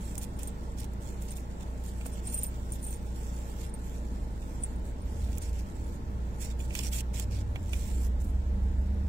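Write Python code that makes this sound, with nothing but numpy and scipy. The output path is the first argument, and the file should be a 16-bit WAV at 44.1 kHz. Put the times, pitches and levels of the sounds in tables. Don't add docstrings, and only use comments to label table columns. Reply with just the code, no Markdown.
import sys
import numpy as np
from scipy import signal
from scipy.fft import rfft, irfft, next_fast_len
from scipy.io import wavfile
from scipy.ndimage import uniform_filter1d, map_coordinates

SR = 44100
rng = np.random.default_rng(int(sys.argv[2]) if len(sys.argv) > 2 else 0)


def how_loud(loudness_db):
    steps = np.asarray(loudness_db, float) / 20
    return 10 ** steps


def store_wav(level_fs):
    pcm = np.round(np.clip(np.atleast_2d(level_fs), -1, 1) * 32767)
    wavfile.write(sys.argv[1], SR, pcm.T.astype(np.int16))


N = 400428

# frequency [Hz], density [dB per Hz].
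CLOTH = [(1500, -37), (5000, -18), (7000, -1.5), (9300, 3.5), (10800, -1), (12500, -1.5), (15200, 0.5),
         (16000, -4.5)]
# centre [Hz], width [Hz], level [dB].
CAVITY = [(7460, 1080, 4), (5900, 150, -12)]
# centre [Hz], width [Hz], level [dB].
CASING = [(3410, 320, 6), (5030, 500, 4), (6450, 500, 5)]
# centre [Hz], width [Hz], level [dB].
SHELL = [(646, 340, -8.5), (2420, 284, 6), (3490, 230, -1), (5050, 580, -24.5), (5510, 100, -3.5)]


def unit(x):
    return x / np.sqrt(np.mean(x ** 2) + 1e-20)


def along(points, hz):
    f, value = np.transpose(points)
    return np.interp(np.log(hz + 1), np.log(f + 1), value)


def curves(rows):
    s, *columns = np.transpose(rows)
    return [np.interp(np.arange(N) / SR, s, column) for column in columns]


def wobble(knots_hz):
    coarse = np.arange(0, N + 16, 16)
    knots = rng.standard_normal(int(N * knots_hz / SR) + 4)
    return np.interp(np.arange(N), coarse, map_coordinates(knots, [coarse * knots_hz / SR]))


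def filtered(x, response):
    m = next_fast_len(N + SR // 2)
    return irfft(rfft(x, m) * response(np.fft.rfftfreq(m, 1 / SR)), m)[..., :N]


def shaped(x, spectrum):
    hz = np.linspace(0, SR / 2, 4096)
    mean_gain = np.sqrt(np.mean(how_loud(along(spectrum, hz)) ** 2))
    return filtered(x, lambda f: how_loud(along(spectrum, f))) / mean_gain


def modes(table):
    def response(f):
        total = 0
        for k, (centre, width, db) in enumerate(table):
            damping = 1j * f * width
            total = total + (-1) ** k * how_loud(db) * damping / (centre * centre - f * f + damping)
        return total
    return response


def tuned(hz, centre_hz, width_hz):
    return -20 * np.log10(1 + (2 * (hz - centre_hz) / width_hz) ** 2)


def sides(db):
    return how_loud(np.multiply.outer([.5, -.5], db))


def rush(spectrum):
    # frequency [Hz], left-right likeness [-1 to 1].
    alike = [(60, 0.94), (99, 0.62), (160, 0.54), (270, 0.98), (450, 0.39), (740, 0.47), (1220, -0.86),
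             (2010, 0.32), (3330, -0.12), (5500, -0.22), (9080, 0.83), (15000, -0.48)]

    def split(hz):
        turn = np.arccos(np.clip(along(alike, hz), -1, 1)) / 2
        return how_loud(along(spectrum, hz)) * [np.cos(turn), np.sin(turn)]
    mid, side = filtered(rng.standard_normal((2, N)), split)
    return unit(np.array([mid + side, mid - side]))


def orders(hz, table, start, sway_db, lean):
    turns = start + np.cumsum(hz) / SR
    total = 0
    for k, db in table:
        level = how_loud(db + sway_db * wobble(3)) * np.sqrt(2)
        total = total + level * np.cos(2 * np.pi * (k * turns + lean * k * k))
    return total


def add(track, s, db, t60, rise, sound):
    t = np.arange(sound.shape[-1]) / SR
    envelope = how_loud(db - 60 * t / max(t60, .004)) * (1 - np.exp(-t / rise))
    track[..., round(s * SR):][..., :len(t)] += envelope * sound


def blow(snap, scatter):
    n = SR // 20
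    return snap * (np.arange(n) == 20) + scatter * rng.standard_normal((2, n))


def patchy(x, depth_db):
    z = signal.stft(x, nperseg=256)[2]
    field = uniform_filter1d(rng.standard_normal(z.shape[1:]), size=4, axis=0)
    field = uniform_filter1d(field, size=16, axis=1)
    return signal.istft(z * how_loud(depth_db * unit(field)), nperseg=256)[1][:, :N]


def drone():
    # time [s], exhaust level [dB], fan level [dB].
    drone_levels = [(0.0, -45.5, -56), (1.41, -46.5, -56), (9.08, -45.5, -56)]
    # frequency [Hz], density [dB per Hz].
    exhaust_spectrum = [(22, -48), (30, 0.5), (45, 3.5), (70, 5), (100, 0.5), (150, -5), (200, -1.5),
                        (230, -3), (270, -5), (330, -9.5), (370, -12.5), (600, -47.5)]
    fan_spectrum = [(190, -81), (330, -7), (345, -11.5), (366, -9.5), (474, -2), (526, -10), (579, -5),
                    (724, -14.5), (883, -7), (963, -13.5), (1090, -13), (1200, -18), (1280, -13),
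                    (1600, -21.5), (2600, -26), (3380, -30), (5720, -120)]
    air_spectrum = [(880, -13), (1500, 15), (1740, 19.5), (2880, -5.5), (3550, 13.5), (6890, 6.5),
                    (8080, 3.5), (14200, -77), (16000, -32)]
    exhaust_db, fan_db = curves(drone_levels)
    exhaust = how_loud(exhaust_db + 3.5 + 1.1 * wobble(4.4)) * rush(exhaust_spectrum)
    fans = how_loud(fan_db + 5.0 + 0.45 * wobble(5.4)) * rush(fan_spectrum)
    air = how_loud(-64.5 + 0.13 * wobble(7.1)) * rush(air_spectrum)
    return exhaust + fans + air


def idlers():
    # time [s], firing rate [Hz].
    speed_a = [(0, 29.951), (2, 30.017), (4, 29.999), (6.5, 30.0), (9.08, 30.037)]
    speed_b = [(0, 28.48), (4, 28.38), (9.08, 28.53)]
    # multiple of the firing rate, level [dB].
    orders_a = [(1, -44), (2, -38.5), (3, -59), (4, -61), (6, -58.5)]
    orders_b = [(2, -72.5), (3, -96), (4, -52.5), (5, -59), (6, -56.5), (7, -54), (12, -61.5), (16, -66.5)]
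    a = orders(curves(speed_a)[0], orders_a, start=.974, sway_db=0.73, lean=.054)
    b = orders(curves(speed_b)[0], orders_b, start=0.3, sway_db=0.0, lean=.03)
    return a + b


def easing_engine():
    # time [s], pitch [Hz], level [dB].
    blip = [
        (3.8, 46, -71),
        (4.1, 43.74, -43),
        (4.5, 42.6, -48),
        (5.2, 42, -55),
        (5.6, 41, -74),
    ]
    hz, db = curves(blip)
    return orders(hz, [(0.94, db)], start=0.57, sway_db=-4.5, lean=0)


def truck():
    # time [s], engine cycle rate [Hz], firing level [dB].
    revs = [(1.6, 4.812, -64.3), (3.3, 5.64, -55.6), (3.7, 5.616, -57.1), (4.15, 6.122, -61.4),
            (4.5, 6.223, -52.7), (5.4, 7.082, -37.0), (5.7, 7.119, -40.9), (6, 7.881, -40.6),
            (6.3, 7.329, -39.6), (6.75, 8.057, -38.1), (7.08, 7.487, -38.0), (7.44, 7.519, -38.6),
            (7.68, 7.979, -35.8), (7.8, 8.125, -32.6), (8.15, 7.612, -31.3), (8.4, 8.403, -31.8),
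            (8.78, 8.397, -29.6), (9.07, 9.137, -29.2)]
    # multiple of the cycle rate, level [dB over order 11].
    uneven_orders = [(6, -5), (7, -3.5), (9, -15), (10, -1), (11, 2), (13, -4.5), (16, -9), (19, -38)]
    hz, firing_db = curves(revs)
    full_load_db, light_load_db, strain_from_db = -31, -39, -30.6

    boom_db = -34 + 3.1 * np.minimum(firing_db - full_load_db, 0)
    boom_db = boom_db + tuned(5 * hz, centre_hz=41.2, width_hz=7.7)
    strain_db = 5 * np.minimum(firing_db - strain_from_db, 0)
    main_orders = [(5, boom_db), (8, firing_db + 0.19), (11, -40 + strain_db)]
    main = orders(hz, main_orders, start=.164, sway_db=1.0, lean=.0208)

    uneven_db = -47.5 + tuned(11 * hz, centre_hz=80.2, width_hz=37)
    uneven_db = uneven_db + 0.57 * np.minimum(firing_db - light_load_db, 0)
    uneven = how_loud(uneven_db) * orders(hz, uneven_orders, start=0.1234, sway_db=5.5, lean=0.021)

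    stack_hz, stack_width_hz, stack_from_hz = 198, 6.99, 8.35
    stack_db = -45 + strain_db / 2 + 25 * np.minimum(hz - stack_from_hz, 0) + 2.7 * wobble(9.7)
    turns = np.cumsum(stack_hz + stack_width_hz * wobble(14) / 2) / SR
    hum = how_loud(stack_db) * np.sqrt(2) * np.sin(2 * np.pi * turns)

    fade_in = np.clip(np.arange(N) / SR - 1.2, 0, 1)
    return fade_in * (main + uneven + hum)


def knocks():
    # time [s], peak [dB], thud [dB], upper mode [dB].
    taps = [(0.1526, -47, -11, -3), (0.178, -53, 14.5, -2), (0.2404, -57, -2, -3), (1.384, -46, -10, 0),
            (2.0114, -40, -7, -8), (2.0574, -43, 4, -11), (3.6404, -47, -5, 12), (4.4242, -49.5, -11, 7),
            (5.286, -46, 7, -10), (5.374, -44.5, -10, -6), (6.4093, -59, -12, -7), (6.602, -42.5, -6, 10),
            (6.707, -36, -11, -10), (6.7261, -42, -7, -10), (6.7511, -24, -28, -6), (6.792, -33.5, 3.5, 3),
            (7.0074, -55, -6, 3), (7.196, -37, -8, 0), (7.5577, -30, -5, -4), (7.7323, -29, -9.5, 0)]
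    drive, palm = np.zeros((3, N + SR)), np.zeros((2, N + SR))
    for s, db, thud_db, upper_db in taps:
        contact = blow(snap=6.6, scatter=0.68)[[0, 1, 0]]
        add(drive, s, db + 8, .035, .0005, how_loud([[0], [thud_db], [upper_db]]) * contact)
    add(palm, 2.058, -40.5 + 26, .04, .001, blow(snap=7.1, scatter=0.71))

    tap = filtered(drive[0, :N], modes(SHELL[1:2])) - filtered(drive[2, :N], modes(SHELL[2:3]))
    thud = how_loud(12.5) * filtered(drive[1, :N], modes(SHELL[:1]))
    thud = thud + filtered(palm[0, :N], modes([(480, 130, 0)]))
    tap_stereo = np.array([np.roll(tap, 8), tap])
    return tap_stereo * sides(-9.5)[:, None] + thud


def jingle():
    # time [s], peak [dB], upper mode [dB], pitch as it hangs [Hz].
    shakes = [(0.153, -58, -22, 8700), (0.1787, -32, -28, 8540), (0.3635, -47.5, -30, 8530),
              (0.4323, -41, -28, 8700), (0.4735, -38.5, -20, 8600), (0.7961, -44, -21, 8700),
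              (1.306, -45, -32, 8700), (1.88, -48, -30, 8700), (2.061, -40.5, -26, 8630),
              (2.135, -42.5, -27, 8600), (2.271, -34.5, -36, 8700), (2.298, -36.5, -28, 8700),
              (2.3425, -26.5, -23, 8720), (2.3715, -30, -24, 8700), (2.386, -31, -21, 8670),
              (2.4322, -27, -18, 8700), (2.466, -36.5, -19, 8640), (2.72, -37, -26, 8550),
              (2.827, -40, -25, 9350), (2.8413, -37, -18, 8900), (2.866, -34, -22, 8640),
              (2.905, -37, -15, 8700), (3.696, -54, -25, 8800), (3.7393, -42.5, -27, 8600),
              (4.6346, -28, -44, 8310), (4.758, -51.5, -35, 8420), (5.0181, -55.5, -30, 9030),
              (5.288, -55, -30, 8400), (5.422, -43.5, -28, 8620)]
    # start [s], length [s], level [dB], pitch [Hz].
    chatters = [
        (2.255, 0.22, -43, 8700),
        (2.835, 0.12, -43, 8850),
    ]
    # frequency [Hz], level [dB].
    ring = [(8300, -9), (8441, -3), (8613, 4), (8759, 5), (8787, 5), (8958, -2), (9250, -7), (9577, -9),
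            (9900, -11)]
    ring_top = [(13700, 2), (13640, -10), (13790, -12)]
    free_hz, t60_s, contact_gap_s = 8700, 0.05, .017
    t = np.arange(SR // 8) / SR

    def bell(table, shift):
        total = 0
        for hz, db in table:
            level = how_loud(db + 3.1 * rng.standard_normal())
            mode_hz = hz * shift * (1 + .0012 * rng.standard_normal())
            total = total + level * np.sin(2 * np.pi * (mode_hz * t + rng.random()))
        return total

    strikes = list(shakes)
    for s, length_s, db, hz in chatters:
        for contact_s in np.arange(s, s + length_s, contact_gap_s):
            strike_s = contact_s + 0.0033 * rng.standard_normal()
            strikes.append((strike_s, db - 2.5 + 2.4 * rng.standard_normal(), -27, hz))

    low, top = np.zeros(N + SR), np.zeros(N + SR)
    for s, db, top_db, hz in strikes:
        add(low, s, db - 5.5, t60_s, .0005, bell(ring, hz / free_hz))
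        add(top, s, db + top_db + 4, 1.4 * t60_s, .0008, bell(ring_top, 1))
    low_stereo = np.array([low, np.roll(low, 24)])[:, :N]
    return low_stereo * sides(-0.22)[:, None] + top[:N] * sides(-15)[:, None]


def ticks():
    # time [s], peak [dB], left minus right [dB], casing [dB].
    cracks = [(0.1535, -32, -8, -6), (0.1787, -26, -2, -11), (0.181, -27, 2, -16), (0.2396, -38, -8, 2),
              (0.3924, -35, 12, -27), (0.432, -32, -16, -18), (0.473, -35, -4, -14), (0.784, -38, -14, -9),
              (0.8036, -33, -7, -14), (0.843, -41, -16, -12), (0.9343, -43, -11, -12),
              (1.2222, -36, -8, -12), (1.318, -32, -6, -12), (1.3697, -32.5, -3, -10),
              (1.7789, -51, -5, -1), (1.8383, -42, -15, -6), (2.0574, -48, -4, -10), (2.0644, -32, -8, -16),
              (2.2333, -48, -5.5, -10), (2.3436, -43, -2, -12), (2.4334, -42, -11, -15),
              (2.7224, -44, -7, -16), (2.735, -36, -11, -12), (2.828, -40, -2, -12), (3.6381, -40, 6, -5),
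              (4.6354, -41, -5, -1), (4.6914, -55, -4, -3), (5.3296, -42, -7, 5), (5.375, -38, -8, -3),
              (5.3818, -26, -9, -18), (6.752, -22, -5, -6), (6.79, -24.5, -10, 1.5),
              (6.9322, -28.5, -7, 3.5), (7.007, -41, -2, -4), (7.197, -24, -6, -3), (7.5564, -54, -8, -14),
              (7.7323, -36.5, -11, 2.5), (8.7394, -67, -3, -5)]
    drive = np.zeros((4, N + SR))
    for s, db, pan_db, casing_db in cracks:
        crack = sides(pan_db)[:, None] * blow(snap=3.3, scatter=0.93)
        add(drive, s, db - 6.5, .016, .0004, np.vstack([crack, how_loud(casing_db) * crack]))
    bright, casing = drive[:2, :N], drive[2:, :N]
    cavity = filtered(bright, modes(CAVITY)) * how_loud([[-9], [1.5]])
    return shaped(bright, CLOTH) + cavity + how_loud(6.5) * filtered(casing, modes(CASING))


def strokes():
    # start [s], length [s], level [dB], dullness [dB].
    scrapes = [(0.214, 0.037, -50, -1), (0.386, 0.12, -63, 5), (0.772, 0.087, -66, 15.5),
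               (1.214, 0.062, -59.5, -1), (1.278, 0.068, -60.5, 5), (1.352, 0.063, -59.5, -4),
               (1.604, 0.034, -68, 11), (1.843, 0.059, -58, 0), (2.049, 0.061, -56, 2.5),
               (2.115, 0.094, -65.5, 9.5), (2.319, 0.042, -47, -20), (2.717, 0.045, -53, -18),
               (2.824, 0.13, -54, -7), (3.595, 0.11, -68.5, 3), (4.846, 0.077, -68, -2),
               (5.412, 0.1, -64, 9), (5.525, 0.09, -66, 11.5), (6.404, 0.059, -48.5, -0.5),
               (6.455, 0.075, -65.5, 14.5), (6.591, .075, -58, 1), (6.757, 0.066, -48.5, 6.5),
               (6.827, 0.067, -48.5, 6.5), (6.918, 0.057, -43.5, 1.5), (6.975, 0.041, -44.5, 4),
               (7.136, 0.11, -55, 8.5), (7.307, 0.12, -71, 20.5), (8.003, 0.082, -58, -15),
               (8.199, .028, -56, -8), (8.238, 0.073, -61.5, -20)]
    # start [s], length [s], start level [dB], end level [dB].
    drags = [(0.0, 0.27, -58, -71), (0.252, 0.13, -75, -74), (0.498, 0.34, -79, -80),
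             (1.007, 0.24, -61.5, -75), (1.4, 0.63, -75.5, -75), (1.895, .15, -89, -65),
             (2.225, 0.24, -60, -58), (2.477, 0.35, -68.5, -69), (2.91, 0.228, -74.5, -66),
             (3.147, 0.54, -62.5, -67.5), (3.774, 0.22, -73, -62), (3.985, 0.79, -75, -83),
             (4.395, 0.344, -71.5, -75.5), (5.045, 0.33, -69.5, -65), (5.602, 0.37, -74, -70),
             (6.217, 0.23, -94, -61), (6.67, 0.095, -73, -52), (7.554, 0.16, -84, -62),
             (7.716, 0.21, -57.5, -60), (7.902, 0.17, -57, -62.5)]
    swell_db, grip_s, lift_s = -1.5, .012, .014
    creep_body_db, creep_dull_db, creep_edge_s = 5.5, 9.5, 0.039

    def share(body_db, dull_db):
        return how_loud([[0], [body_db], [0.75 * dull_db + 1]])

    rows = []
    for s, length_s, db, dull_db in scrapes:
        rows.append((s, length_s, db - swell_db, db + swell_db, dull_db, dull_db, grip_s, lift_s))
    for row in drags:
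        rows.append((*row, creep_body_db, creep_dull_db, creep_edge_s, creep_edge_s))

    t = np.arange(N) / SR
    press = how_loud(-75) * share(6.5, 6.5) * np.ones(N)
    for s, length_s, start_db, end_db, body_db, dull_db, rise_s, fall_s in rows:
        at = slice(max(round((s - rise_s) * SR), 0), round((s + length_s + fall_s) * SR))
        u = t[at] - s
        edges = np.minimum(u / rise_s + .5, (length_s - u) / fall_s + .5)
        edges = np.clip(edges, 0, 1) ** 2
        level = how_loud(start_db + (end_db - start_db) * u / length_s)
        press[:, at] += share(body_db, dull_db) * edges * level
    return press


def rubbing():
    # frequency [Hz], density [dB per Hz].
    cloth_low = [(900, -19.5), (1600, -5.5), (2400, 4), (3400, -2.5), (5500, 4), (8000, -19)]
    roughness = how_loud(2.4 * wobble(350) + 1.1 * wobble(25))
    grain = unit(roughness * patchy(rng.standard_normal((2, N)), depth_db=2.0))
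    drive, low, hollow = strokes()[:, None] * how_loud(2.0) * grain * sides(-4.0)[:, None]
    low = low * how_loud(-6.0)
    rustle = shaped(drive, CLOTH)
    dull = how_loud(-0.5) * shaped(low, cloth_low)
    body = how_loud(-2.0) * filtered(low, modes(CASING[:2] + SHELL[4:]))
    cavity = filtered(hollow * how_loud(-7.0), modes(CAVITY)) * how_loud([[-3], [9]])
    return rustle + dull + body + cavity


def scene():
    # frequency [Hz], left minus right [dB].
    tilt = [(60, -1.0), (130, 1.5), (290, -1.5), (640, 1.5), (1410, -1.5), (3100, -2), (6820, -4.5),
            (15000, 10)]
    moving = truck() + easing_engine()
    far = idlers() + moving * sides(-0.7)[:, None] + drone()
    far = filtered(far, lambda hz: sides(along(tilt, hz)))
    return far + rubbing() + ticks() + knocks() + jingle()


def camera(x, weak, uneven_db, sharp):
    # frequency [Hz], mask [dB].
    starved = [(750, -50), (1100, -27), (1350, -15), (2100, -8), (3600, -1), (5200, -1), (7300, -6),
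               (9500, 2), (11000, 5), (14000, 1), (15600, 8)]
    hop, top_hz = 1024, 15800
    n, k = np.arange(2 * hop), np.arange(hop)
    hz = (k + .5) * SR / (2 * hop)
    window = np.sin(np.pi * (n[:, None] + .5) / (2 * hop))
    basis = window * np.cos(np.pi / hop * np.outer(n + .5 + hop / 2, k + .5))
    padded = np.pad(x, ((0, 0), (2 * hop - 2, 2 * hop - (N - 2) % hop)))
    halves = padded.reshape(2, -1, hop)
    frames = np.concatenate([halves[:, :-1], halves[:, 1:]], axis=2)
    lines = frames @ basis

    bright = np.diff(frames, 2, axis=2, prepend=0, append=0) ** 2
    bright = bright.reshape(2, -1, 16, hop // 8).sum(axis=(0, 3))
    steady = (bright[:, 4:12].max(axis=1) < sharp * np.median(bright, axis=1))[:, None]

    luck = uniform_filter1d(rng.standard_normal(lines.shape[1:]), size=9, axis=1)
    luck = uniform_filter1d(luck, size=3, axis=0)
    mask = weak * uniform_filter1d(lines ** 2, size=110, axis=2) * how_loud(uneven_db * unit(luck)) ** 2
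    mask = mask * how_loud(along(starved, hz)) ** 2 * (hz > starved[0][0])
    kept = lines * ((lines ** 2 > mask * steady) & (hz < top_hz))
    back = (kept @ basis.T) * 2 / hop
    joined = back[:, :-1, hop:] + back[:, 1:, :hop]
    return joined.reshape(2, -1)[:, hop - 2:][:, :N]


def top_cut(x):
    return signal.sosfilt(signal.butter(12, 16650, fs=SR, output="sos"), x)


def record(dry):
    mix = camera(dry, weak=.55, uneven_db=9, sharp=7) + .00283
    return top_cut(mix)


dry = scene()
out = record(dry)
store_wav(out)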